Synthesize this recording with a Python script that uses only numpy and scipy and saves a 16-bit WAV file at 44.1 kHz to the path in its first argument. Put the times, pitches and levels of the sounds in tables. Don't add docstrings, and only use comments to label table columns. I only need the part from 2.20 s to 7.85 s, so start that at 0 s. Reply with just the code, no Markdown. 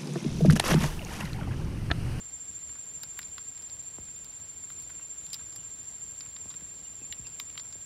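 import sys
import numpy as np
from scipy import signal
from scipy.io import wavfile
from scipy.ndimage import uniform_filter1d

SR = 44100
rng = np.random.default_rng(int(sys.argv[2]) if len(sys.argv) > 2 else 0)


def store_pcm(level_fs):
    pcm = np.round(np.clip(level_fs, -1, 1) * 32767).astype(np.int16)
    wavfile.write(sys.argv[1], SR, np.atleast_2d(pcm).T)


N = 249165


def gain_of(db):
    return 10 ** (np.asarray(db) / 20)


def evened(x):
    return x / np.sqrt(np.mean(x ** 2) + 1e-20)


def add(mix, start_s, sound):
    part = mix[round(start_s * SR):][:len(sound)]
    part += sound[:len(part)]


def wander(cutoff_hz):
    b, a = signal.butter(2, cutoff_hz, fs=SR)
    return evened(signal.lfilter(b, a, rng.standard_normal(N)))


def thicket(x, t60_s, wet_db):
    slots = np.arange(100, SR // 2, 20)
    places = slots + rng.integers(0, 20, len(slots))
    signs = rng.choice([-1., 1.], len(slots))
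    taps = np.zeros(SR // 2 + 20)
    taps[places] = signs * gain_of(-60 * slots / SR / t60_s)
    scatter = signal.oaconvolve(x, taps / np.linalg.norm(taps))[:N]
    return x + gain_of(wet_db) * scatter


def swaying(x, t60_s, wet_db, period_s):
    t = np.arange(N) / SR
    out = np.zeros(N)
    for k in range(3):
        fade = np.cos(np.pi * (t / period_s + k / 3)) ** 2 * 2 / 3
        out += thicket(x * fade, t60_s, wet_db)
    return out


def insect(rate, leads, warble_per_s, tones, swing_hz, dwell):
    overtone_leads = {4: .15, 5: .04, 6: .08, 7: .17, 8: .1}
    start_hz, drift_hz_per_s = rate
    shake_hz, flicker_db = 1.1, 2.0
    t = np.arange(N) / SR
    mean_hz = start_hz + drift_hz_per_s * t
    lead = np.interp(t, *np.transpose(leads))
    shake = shake_hz * wander(27.8)
    out = np.zeros(N)
    for k, (low_db, middle_db, top_db) in tones.items():
        warble_cycles = warble_per_s * t + lead + overtone_leads[k]
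        swing = np.tanh(dwell * np.cos(2 * np.pi * warble_cycles)) / np.tanh(dwell)
        pulses = np.cumsum(mean_hz + swing_hz * swing + shake) / SR
        level_db = np.interp(swing, [-1, 0, 1], [low_db, middle_db, top_db])
        out += gain_of(level_db) * np.cos(2 * np.pi * (k * pulses + rng.random()))
    return out * gain_of(flicker_db * wander(35.7))


def whine():
    upper_tones = {4: (-73, -73, -94), 5: (-41, -54.5, -44.5), 6: (-74, -118, -91), 7: (-92, -66.5, -94)}
    lower_tones = {4: (-71.5, -70, -68.5), 5: (-46, -48, -49), 6: (-70, -109, -76.5), 7: (-72, -75, -69),
                   8: (-82.5, -84, -76.5)}
    # (time [s], lead [warble cycles])
    upper_leads = [(0, -.27), (1.6, -.31), (2.4, -.37), (4.2, -.32), (5.65, -.55)]
    lower_leads = [(0, .32), (.7, .33), (2.1, .125), (3.2, .225), (4.0, .15), (4.7, .155), (5.65, .03)]
    upper = insect((1493.6, -.8), upper_leads, warble_per_s=13.0, tones=upper_tones, swing_hz=16.2, dwell=1.4)
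    lower = insect((1445.8, .18), lower_leads, warble_per_s=14.5, tones=lower_tones, swing_hz=11.3, dwell=1.7)
    upper_scattered = swaying(upper, t60_s=.35, wet_db=-1.5, period_s=2.46)
    return upper_scattered + swaying(lower, t60_s=.35, wet_db=1.5, period_s=2.666)


def air():
    # (frequency [Hz], relative level [dB])
    air_spectrum = [(25, -108), (45, -74), (80, -64), (200, -73.5), (400, -78.5), (900, -83), (2500, -83.5),
                    (5000, -84), (6400, -90.5), (7050, -85.5), (7700, -116.5), (9500, -112),
                    (11000, -106.5), (12500, -99.5), (15000, -93.5)]
    patch_db, lump_db = 0.72, 1.57
    frames, hz = N // 256 + 5, np.fft.rfftfreq(1024, 1 / SR)
    real, imag, patches = rng.standard_normal((3, frames, 513))
    patches = evened(uniform_filter1d(uniform_filter1d(patches, 10, 0), 10, 1))
    lumps = evened(uniform_filter1d(rng.standard_normal(frames), 5))[:, None] / (1 + (hz / 350) ** 2)
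    points_hz, points_db = np.transpose(air_spectrum)
    steady_db = np.interp(np.log(hz + 1), np.log(points_hz), points_db)
    spectra = (real + 1j * imag) * gain_of(steady_db + patch_db * patches + lump_db * lumps)
    spectra[:, 0] = 0
    return gain_of(4.5) * signal.istft(spectra.T, nperseg=1024, noverlap=768)[1][:N]


def rustle():
    per_s, base_db = 40, -78
    size = gain_of(2.0 * np.minimum(rng.exponential(1, N), 3))
    strikes = size * (rng.random(N) < per_s / SR)
    kind = rng.integers(0, 12, N)
    t, out = np.arange(300) / SR, np.zeros(N)
    for k, hz in enumerate(np.geomspace(1500, 14000, num=12)):
        tick = np.sin(2 * np.pi * hz * t) * np.exp(-t * hz / 1.5)
        out += signal.oaconvolve(strikes * (kind == k), tick)[:N]
    return gain_of(base_db) * out


def ring(x, hz, width_hz):
    r = np.exp(-np.pi * width_hz / SR)
    return signal.lfilter([1, 0, -1], [1, -2 * r * np.cos(2 * np.pi * hz / SR), r * r], x)


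def snaps():
    # (time [s], knock [dB], crack [dB], centre of the crack [Hz], tick [dB], crumble decay [s]);
    # each level is the energy spread over 5 ms, before scatter
    snap_table = [(0.492, -56, -60, 3300, -64, 0.0033), (0.5539, -54, -64, 4800, -80, 0.0043),
                  (0.833, -48.5, -40.5, 4330, -44, 0.0028), (0.973, -55.5, -64, 2500, -58, 0.0024),
                  (0.9902, -46, -39, 2070, -43, 0.0015), (1.017, -56, -50, 4460, -56, 0.0048),
                  (1.029, -62, -46, 3700, -64, 0.0017), (1.181, -43, -44, 3300, -54.5, 0.0012),
                  (1.375, -60, -55.5, 4000, -69, 0.0036), (1.422, -67, -53, 4730, -61, 0.0023),
                  (1.497, -65, -50, 4600, -67, 0.0023), (1.852, -70, -59, 4600, -63, .004),
                  (1.883, -60, -76, 2000, -77, .006), (1.962, -65, -57, 4100, -60, 0.0035),
                  (2.045, -76, -53.5, 4280, -49.5, 0.0055), (2.439, -60, -65, 5000, -64, 0.0033),
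                  (2.502, -50.5, -56, 3660, -55.5, 0.0023), (2.598, -79, -59, 5400, -56, 0.0033),
                  (2.622, -70, -55, 4500, -52, 0.0023), (2.696, -55, -62, 4700, -62, 0.002),
                  (2.702, -51, -69, 4500, -62, 0.0017), (2.7945, -54.5, -74, 5000, -75, .0034),
                  (3.04, -76, -64, 4200, -63, 0.0036), (3.0645, -71, -52, 3900, -55, 0.003),
                  (3.102, -70, -54, 4000, -59, .003), (3.1308, -57, -35.5, 4500, -39.5, 0.0062),
                  (3.142, -65, -35, 4400, -46, 0.0034), (3.145, -61, -61, 4400, -45, 0.0017),
                  (3.157, -57, -63, 3000, -70, .004), (3.193, -54.5, -58, 3800, -75, 0.012),
                  (3.209, -54, -65, 2300, -70, 0.011), (3.323, -58, -54, 5100, -63, 0.0056),
                  (3.36, -55.5, -47.5, 4770, -46, 0.0028), (4.0066, -56.5, -41.5, 4400, -60, 0.0023),
                  (4.0586, -56, -65, 2700, -67, 0.0056), (4.1634, -52, -47, 4400, -75, 0.0029),
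                  (4.302, -55.5, -50.5, 4020, -58, 0.0041), (4.311, -57, -51.5, 4100, -74, .0034),
                  (4.3397, -54, -51.5, 3630, -68, 0.0035), (4.408, -58.5, -59, 2900, -64, 0.0027),
                  (4.543, -76, -60, 4800, -69, 0.0037), (4.925, -65, -36, 3100, -49.5, 0.0011),
                  (5.068, -57, -47, 4800, -59, 0.003), (5.1963, -56, -47, 4870, -45, .0015),
                  (5.1992, -42.5, -36.5, 3800, -41.5, 0.0012), (5.3, -70, -53, 3100, -74, 0.0026),
                  (5.354, -54, -65, 2500, -71, 0.0038), (5.376, -48.5, -37.5, 3300, -54, 0.0024),
                  (5.396, -52.5, -43.5, 4120, -67, .0027), (5.4503, -60, -62, 4700, -61, .004),
                  (5.526, -65, -48.5, 4300, -77, .0035)]
    # (frequency [Hz], width of one resonance pass [Hz], relative level [dB])
    wood_modes = [(600, 630, -6), (1083, 330, -1), (1484, 840, 0.5), (1950, 260, -3), (2300, 880, 3.5),
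                  (2710, 1500, 7), (3300, 360, -4.5), (3800, 780, 4), (4400, 660, -3), (4870, 630, 7),
                  (5400, 1500, 1.5)]
    knock_hz, knock_fall_db, crack_fall_db = 1264, 19, 22
    uneven_db = 1.2
    rise_s = .0004
    tick_cycles = 35
    out, t = np.zeros(N), np.arange(1200) / SR
    click = 2.9 * (t == t[round(rise_s * SR)])
    bright = signal.butter(3, 8000, "high", fs=SR, output="sos")
    modes_hz, widths_hz, modes_db = np.transpose(wood_modes)

    for start_s, knock_db, crack_db, crack_hz, tick_db, crumble_s in snap_table:
        noise = rng.standard_normal((len(wood_modes) + 1, len(t)))
        fibres = noise * np.exp(-t / crumble_s) * np.minimum(t / rise_s, 1)
        *blows, tick_blow = fibres + click
        spot = gain_of(modes_db + uneven_db * rng.standard_normal(len(wood_modes)))
        rings = []
        for blow, hz, width_hz in zip(blows, modes_hz, widths_hz):
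            once = ring(blow, hz, width_hz)
            rings.append(evened(ring(once, hz, 1.22 * width_hz)))
        rings = np.array(rings)
        knock = (spot * gain_of(-knock_fall_db * abs(np.log2(modes_hz / knock_hz)))) @ rings
        crack = (spot * gain_of(-crack_fall_db * abs(np.log2(modes_hz / crack_hz)))) @ rings
        soft = signal.butter(2, np.clip(tick_cycles / crumble_s, 9000, 20000), fs=SR, output="sos")
        tick = signal.sosfilt(np.vstack([bright, soft]), tick_blow * np.exp(-t / 0.0031))
        for db, part in ((knock_db, knock), (crack_db, crack), (tick_db, tick)):
            add(out, start_s, gain_of(db) * part * np.sqrt(SR / 200) / np.linalg.norm(part))
    return out


def thumps():
    # (time [s], level before the fade [dB], pitch scale [Hz], Gaussian fade to 1/e [s])
    thump_table = [(1.784, -41, 2000, .024), (4.257, -46.5, 1500, .03), (4.421, -47, 500, .032),
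                   (4.817, -49.5, 600, .0084), (4.996, -43.5, 304, .035), (5.555, -48.5, 1180, .0097)]
    out, t = np.zeros(N), np.arange(4000) / SR
    for start_s, db, scale_hz, fade_s in thump_table:
        cycles = 1.385 * np.log(1 + t * scale_hz / 1.42)
        add(out, start_s, gain_of(db) * np.sin(2 * np.pi * cycles) * np.exp(-(t / fade_s) ** 2))
    return out


def peeps():
    # (time [s], peak before scatter [dB], starting pitch [Hz], length [s])
    peep_table = [(2.803, -58, 2740, 0.037), (3.373, -60, 2960, 0.045), (4.646, -56, 2900, 0.026),
                  (4.808, -57.5, 2640, 0.027), (4.835, -60, 2430, 0.028), (5.04, -55.5, 2720, 0.032)]
    husk_rad = .4
    out, husk = np.zeros(N), husk_rad * wander(220)
    for start_s, db, hz, length_s in peep_table:
        t = np.arange(0, length_s, 1 / SR)
        cycles = hz * t * (1 - 0.0036 * t / length_s)
        note = np.sin(2 * np.pi * cycles + husk[round(start_s * SR):][:len(t)])
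        add(out, start_s, gain_of(db) * note * signal.windows.tukey(len(t), .6))
    return out


def scene():
    far_insects = whine()
    near_birds = swaying(snaps() + rustle(), t60_s=0.06, wet_db=-9.5, period_s=0.77) + thumps()
    far_bird = swaying(peeps(), t60_s=0.51, wet_db=-4, period_s=0.26)
    return (near_birds + far_insects + far_bird + air())[None]


def record(dry):
    edge_hz = 15780
    lean = signal.sosfilt(signal.butter(6, 45, "high", fs=SR, output="sos"), dry)
    band = signal.firwin(1023, edge_hz, window=("kaiser", 9), fs=SR)
    return signal.oaconvolve(lean, band[None], "same")


dry = scene()
out = record(dry)
store_pcm(out)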